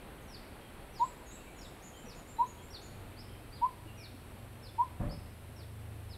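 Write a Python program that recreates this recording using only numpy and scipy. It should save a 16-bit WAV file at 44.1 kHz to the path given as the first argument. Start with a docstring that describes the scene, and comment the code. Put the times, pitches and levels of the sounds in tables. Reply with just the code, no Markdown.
"""A calm tropical beach backed by trees. Faint surf and leaf hiss lie below from the start. Birds whistle
deep in the wood and a small one chirps downward slurs. At one second a thin, high twitter joins in, and
another bird gives the first of four short rising hoots; the foliage scatters every call. From two seconds
a few wavelets plop, then a far boat engine hums in and draws nearer. At five seconds one puff of wind
thumps on the microphone."""
import sys
import numpy as np
from scipy import signal
from scipy.fft import rfft, irfft
from scipy.io import wavfile

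SR = 44100
rng = np.random.default_rng(int(sys.argv[2]) if len(sys.argv) > 2 else 0)


def persist_wave(psi):
    """Save psi, clipped to +-1, as 16-bit WAV."""
    counts = np.round(np.clip(psi, -1, 1) * 32767).astype(np.int16)
    wavfile.write(sys.argv[1], SR, np.atleast_2d(counts).T)


N = 272097
TIME = np.arange(N) / SR


def from_db(db):
    """Turn decibels into a number to multiply a sound by."""
    return 10 ** (np.asarray(db) / 20)


def unit_power(x):
    """Scale a sound so that its average power is 1."""
    return x / np.sqrt(np.mean(x ** 2) + 1e-20)


def clock(length_s):
    """Seconds since the start of a note, at every sample."""
    return np.arange(int(length_s * SR)) / SR


def bump(t, width_s):
    """A bell-shaped curve of height 1 around t = 0."""
    return np.exp(-(t / width_s) ** 2)


def drift(turns_per_s):
    """A random wander, mostly between -1 and 1."""
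    points = rng.standard_normal(4000)
    return np.interp(TIME * turns_per_s, np.arange(len(points)), points)


def coloured_noise(spectrum):
    """Noise of power 1, shaped by rows of (Hz, dB) and falling away steeply beyond their ends."""
    hz, db = np.transpose(spectrum)
    f = np.maximum(np.fft.rfftfreq(N, 1 / SR), 1)
    colour = from_db(np.interp(np.log(f), np.log(hz), db))
    edges = 1 / np.sqrt((1 + (hz[0] / f) ** 8) * (1 + (f / hz[-1]) ** 8))
    return unit_power(irfft(rfft(rng.standard_normal(N)) * edges * colour, N))


def sing(notes, shape, waver, edge_s):
    """A bird's voice: a pure, slightly trembling tone. shape() gives each note's pitch and loudness."""
    out = np.zeros(N + SR)
    tremble = 1 + waver * drift(300)
    for start, *settings in notes:
        pitch, loudness = shape(*settings)
        t, at = np.arange(len(pitch)) / SR, int(start * SR)
        pitch = pitch * tremble.take(at + np.arange(len(t)), mode="wrap")
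        ramp = np.clip(np.minimum(t, t[-1] - t) / edge_s, 0, 1)
        soft_ends = np.sin(ramp * np.pi / 2) ** 2
        out[at:at + len(t)] += loudness * soft_ends * np.sin(2 * np.pi * np.cumsum(pitch) / SR)
    return out[:N]


def foliage(x, build_s, early_db, early_t60, late_db, late_t60):
    """Echoes only: short from near leaves, long from the wood. A t60 is the seconds to fade by 60 dB."""
    t = clock(1)
    echoes = np.zeros(SR)
    for level_db, t60 in [(early_db, early_t60), (late_db, late_t60)]:
        cloud = rng.standard_normal(SR) * from_db(-60 * t / t60) * (1 - bump(t, build_s))
        echoes += from_db(level_db) * unit_power(cloud) / np.sqrt(SR)
    return signal.fftconvolve(x, echoes)[:N]


def in_trees(x, direct_db, near_db, far_db):
    """A call from the treetops: part comes straight to us, part arrives as echo."""
    echoes = foliage(x, build_s=0.011, early_db=near_db, early_t60=0.15, late_db=far_db, late_t60=0.92)
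    return from_db(direct_db) * x + echoes


def ring(hits, hz, t60):
    """Soft blows, given as (seconds, dB), each start a tone that dies away."""
    out, t = np.zeros(N + SR), clock(0.25)
    swing = np.sin(2 * np.pi * hz * t) * from_db(-60 * t / t60) * (1 - bump(t, 0.5 / hz))
    for start, level_db in hits:
        at = int(start * SR)
        out[at:at + len(t)] += from_db(level_db) * swing
    return out[:N]


# The tone colour of the surf. Each row: frequency in Hz, relative strength in dB.
SURF_COLOUR = [(12, -23), (20, -3.5), (48, -0.5), (102, -5.5), (180, -8), (325, -9.5), (822, -15),
               (964, -17), (1700, -21), (2500, -22.5), (3430, -30), (4500, -32), (5850, -93), (9900, -120)]
def surf(start_db=-49.8, ebb_db_per_s=0.6344):
    """Small waves wash far off: a low noise that slowly ebbs."""
    level_db = start_db - ebb_db_per_s * TIME + 0.5 * drift(10)
    return from_db(level_db) * coloured_noise(SURF_COLOUR)


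# The tone colour of the leaves. Each row: frequency in Hz, relative strength in dB.
LEAF_COLOUR = [(3000, -86.5), (4400, -94), (5200, -96.5), (6000, -98), (7000, -100), (7700, -92),
               (9000, -90), (13300, -91), (14000, -101), (16000, -99.5)]
def leaves(level_db=-64.5):
    """Leaves make a steady, high hiss."""
    return from_db(level_db) * coloured_noise(LEAF_COLOUR)


def whistle(length_s, hz, level_db, droop=0.0388, fade_db=14):
    """One plain note that sinks a little in pitch as it fades."""
    progress = clock(length_s) / length_s
    return hz * (1 - droop * progress), from_db(level_db - fade_db * progress ** 2)


# Distant whistles. Each row: start in seconds, length in seconds, pitch in Hz, level in dB.
WHISTLE_NOTES = [(.21, .05, 6500, -65), (.60, 0.11, 3240, -61), (1.28, .13, 3860, -58),
                 (1.36, 0.1, 2720, -57), (1.46, 0.087, 2370, -56.5), (1.93, 0.11, 3150, -56.5),
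                 (2.02, 0.16, 2620, -56.5), (2.36, 0.098, 3990, -56.5), (2.57, 0.072, 3350, -59),
                 (3.28, 0.12, 3200, -61), (3.868, 0.038, 2860, -48), (3.97, 0.11, 2425, -53)]
def far_birds():
    """Birds whistle so deep in the wood that only their echoes reach us."""
    voice = sing(WHISTLE_NOTES, whistle, waver=0.025, edge_s=0.0066)
    return foliage(voice, build_s=0.002, early_db=-4.5, early_t60=0.061, late_db=-5.5, late_t60=0.79)


def chirp(lead_s, fall_s, start_hz, knee_hz, end_hz, level_db):
    """One chirp: the pitch glides to a corner, the knee, then slides down as the note fades."""
    t = clock(lead_s + fall_s)
    bow_hz, fade_db, attack_s = 100, 3, 0.0081
    lead = np.minimum(t / lead_s, 1)
    fall = np.maximum(t - lead_s, 0) / fall_s
    glide_hz = start_hz + (knee_hz - start_hz) * lead + bow_hz * np.sin(np.pi * lead)
    pitch = glide_hz * (end_hz / knee_hz) ** fall
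    throat_db = -5.5 * ((pitch - 4420) / 1270) ** 2   # the voice is loudest in the middle of its range
    fade_in = np.minimum(t / attack_s, 1)
    return pitch, fade_in * from_db(level_db + throat_db - fade_db * fall ** 2)


# Falling chirps. Each row: start, lead-in length and fall length in seconds,
# then first pitch, knee pitch and last pitch in Hz, then level in dB.
CHIRP_NOTES = [(.275, 0.065, 0.039, 5850, 5020, 3170, -53.5), (.925, 0.021, 0.082, 5850, 5840, 3250, -53),
               (1.583, 0.025, 0.065, 5400, 5670, 3220, -52), (2.053, 0.04, 0.049, 5700, 5750, 3330, -53),
               (2.700, 0.023, 0.055, 5400, 5650, 3330, -48.5),
               (3.168, 0.045, 0.0076, 4150, 5480, 4030, -51),
               (3.519, 0.029, 0.057, 4350, 4870, 3100, -54.5),
               (3.968, 0.061, 0.052, 5900, 5080, 3100, -52.5),
               (4.622, 0.022, .056, 5350, 5220, 3340, -53.5), (5.092, .040, 0.011, 4250, 5360, 4200, -50.5),
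               (5.559, 0.026, 0.063, 5500, 5410, 3270, -55), (6.091, 0.019, 0.052, 5150, 5240, 3250, -54.5)]
def chirping_bird(flutter_db=3.9):
    """A small bird chirps in the trees, its notes fluttering in level."""
    voice = sing(CHIRP_NOTES, chirp, waver=0.0065, edge_s=0.0022)
    flutter = from_db(flutter_db * drift(150))
    return in_trees(voice * flutter, direct_db=-2.26, near_db=-6, far_db=-7.5)


def arch(length_s, start_hz, turn_hz, level_db, turn_share=0.54, swell_db=4.5):
    """One note that curves up or down and turns back just past halfway, where it is loudest."""
    from_turn = (clock(length_s) / length_s / turn_share - 1) ** 2
    return turn_hz + (start_hz - turn_hz) * from_turn, from_db(level_db - swell_db * from_turn)


# High notes. Each row: start and length in seconds, first pitch and turning pitch in Hz, level in dB.
TWITTER_NOTES = [(.978, .048, 7100, 6750, -57), (1.026, .062, 6800, 7820, -51.5),
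                 (1.258, 0.058, 7150, 6540, -54), (1.305, .066, 6930, 7760, -50.5),
                 (1.56, 0.064, 7250, 6670, -56.5), (1.63, .065, 7100, 7770, -59),
                 (1.822, 0.067, 6100, 7020, -51), (1.95, 0.096, 6800, 7400, -57.5),
                 (2.148, 0.053, 6150, 7040, -57), (2.272, 0.066, 6730, 7450, -54.5),
                 (2.46, 0.051, 6000, 6940, -53.5), (2.615, 0.059, 6940, 7480, -59.5),
                 (2.812, 0.057, 6000, 7060, -54.5)]
def twittering_bird():
    """A thin, high twitter of arches and dips, scattered by the leaves."""
    voice = sing(TWITTER_NOTES, arch, waver=0.0118, edge_s=0.0018)
    return in_trees(voice, direct_db=-5.5, near_db=-6, far_db=-9)


def hoot(peak_s, hz, level_db, push_db):
    """One hoot scoops up as it swells, then dies away with an upward flick and one last push."""
    t = clock(0.08)
    past_peak = t - peak_s
    flick_at_s, push_at_s = 0.015, 0.021   # counted from the peak
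    scoop_hz, flick_hz, rise_hz_per_s, sag_hz_per_s = 79, 48, 1500, 2700
    scoop = scoop_hz * np.exp(-t / 0.01)
    rise = rise_hz_per_s * np.minimum(past_peak, flick_at_s)
    flick = flick_hz * bump(past_peak - flick_at_s, width_s=0.0065)
    sag = sag_hz_per_s * np.maximum(past_peak - push_at_s, 0)
    swell = np.abs(np.sin(np.pi / 2 * t / peak_s)) ** 1.4
    loudness = np.where(past_peak < 0, swell, bump(past_peak, width_s=0.012))
    push = from_db(push_db) * bump(past_peak - push_at_s, width_s=0.0066)
    return hz - scoop + rise + flick - sag, from_db(level_db) * (loudness + push)


# Hoots. Each row: start in seconds, seconds to reach full voice, pitch in Hz, level in dB,
# strength of the last push in dB compared with the note.
HOOT_NOTES = [(.992, 0.038, 978, -21.4, -13.5), (2.381, .036, 964, -21, -8),
              (3.612, 0.032, 975, -21.5, -4.5), (4.778, 0.035, 976, -21, -9)]
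def hooting_bird():
    """The nearest bird hoots; most of its call reaches us directly, with only a faint echo."""
    voice = sing(HOOT_NOTES, hoot, waver=0.011, edge_s=0.0016)
    return voice + foliage(voice, build_s=0.02, early_db=-15.5, early_t60=0.13, late_db=-28, late_t60=1)


# Plops of water. Each row: start in seconds, pitch in Hz, level in dB.
PLOPS = [(2.04, 237, -43), (2.07, 480, -43), (3.856, 321, -44), (3.902, 225, -46), (4.142, 270, -45)]
def wavelets():
    """Wavelets plop at the water's edge, each a brief, low tone."""
    return sum(ring([(start, level_db)], hz, t60=0.11) for start, hz, level_db in PLOPS)


# How fast the engine runs. Each row: time in seconds, turns per second.
ENGINE_TURNS = [(2.6, 28.3), (2.9, 25), (3.3, 22.5), (4.0, 22.5), (4.9, 24.6), (5.22, 27.5), (6.17, 26.4)]
# How the exhaust favours some tones. Each row: frequency in Hz, boost or cut in dB.
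EXHAUST_COLOUR = [(50, -28), (68, -4), (85, 2.5), (108, 0), (120, -3), (136, -11.5), (165, -40)]
def boat(arrives_s=2.44, fade_in_s=0.12, level_db=-59, nearing_db_per_s=2.5):
    """A far engine nears. Its exhaust sounds multiples of its speed, each fading in and out over water."""
    waver, flutter_db, hum_hz, hum_db = 0.0067, 3.5, 236.5, -64.5
    speed = np.interp(TIME, *np.transpose(ENGINE_TURNS))
    phase = 2 * np.pi * np.cumsum(speed * (1 + waver * drift(15))) / SR
    exhaust = np.zeros(N)
    for multiple in range(2, 7):
        tone_db = np.interp(multiple * speed, *np.transpose(EXHAUST_COLOUR)) + flutter_db * drift(5.4)
        exhaust += from_db(tone_db) * np.sin(multiple * phase + rng.uniform(0, 2 * np.pi))
    hum_loudness = from_db(hum_db + flutter_db * drift(8))   # a faint hum comes in with the boat
    hum_pitch = hum_hz * (1 + waver * drift(15))
    hum = hum_loudness * np.sin(2 * np.pi * np.cumsum(hum_pitch) / SR)
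    since = TIME - arrives_s
    in_earshot = (1 + np.tanh(since / fade_in_s)) / 2
    return in_earshot * (from_db(level_db + nearing_db_per_s * since) * exhaust + hum)


# The gusts in one puff of wind. Each row: start in seconds, seconds at full strength, level in dB.
GUSTS = [(4.994, 0.061, -35), (5.095, 0.024, -45.5), (5.202, 0.034, -51.5)]
# The tone colour of the wind. Each row: frequency in Hz, relative strength in dB.
WIND_COLOUR = [(18, -14), (32, 12.5), (70, -9), (160, 4.5), (290, -6.5), (350, -15.5), (510, -14),
               (578, -3), (640, -22), (720, -9), (830, -18.5), (1000, -17.5), (1250, -22.5), (2300, -31)]
def wind_puff(attack_s=0.012, decay_db_per_s=236):
    """Swirling air rumbles on the microphone; each gust rises, holds and dies away."""
    force = np.zeros(N)
    for start, hold_s, level_db in GUSTS:
        rise = np.clip((TIME - start) / attack_s, 0, 1)
        dying_s = np.maximum(TIME - start - attack_s - hold_s, 0)
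        force += rise * from_db(level_db - decay_db_per_s * dying_s)
    return force * coloured_noise(WIND_COLOUR)


# Jolts from the wind. Each row: start in seconds, level in dB.
WIND_JOLTS = [(5.003, -27), (5.028, -27), (5.052, -28), (5.174, -38)]
# How the microphone's case rings. Each row: pitch in Hz, boost in dB, seconds to fade by 60 dB.
CASE_TONES = [(42, 4, 0.091), (102, 3.5, 0.05), (170, 12.5, 0.025)]
def microphone_thumps():
    """The biggest swirls of the puff jolt the microphone and shake its case."""
    return sum(from_db(db) * ring(WIND_JOLTS, hz, t60) for hz, db, t60 in CASE_TONES)


def scene():
    """Birds, shore, boat and wind add up at one microphone."""
    birds = hooting_bird() + chirping_bird() + twittering_bird() + far_birds()
    shore = surf() + leaves() + wavelets()
    return (birds + shore + boat() + wind_puff() + microphone_thumps())[None]


def record(dry):
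    """The very highest treble is cut off steeply."""
    cutoff_hz = 15720
    return signal.sosfilt(signal.ellip(12, 0.1, 80, cutoff_hz, fs=SR, output="sos"), dry)


dry = scene()
out = record(dry)
persist_wave(out)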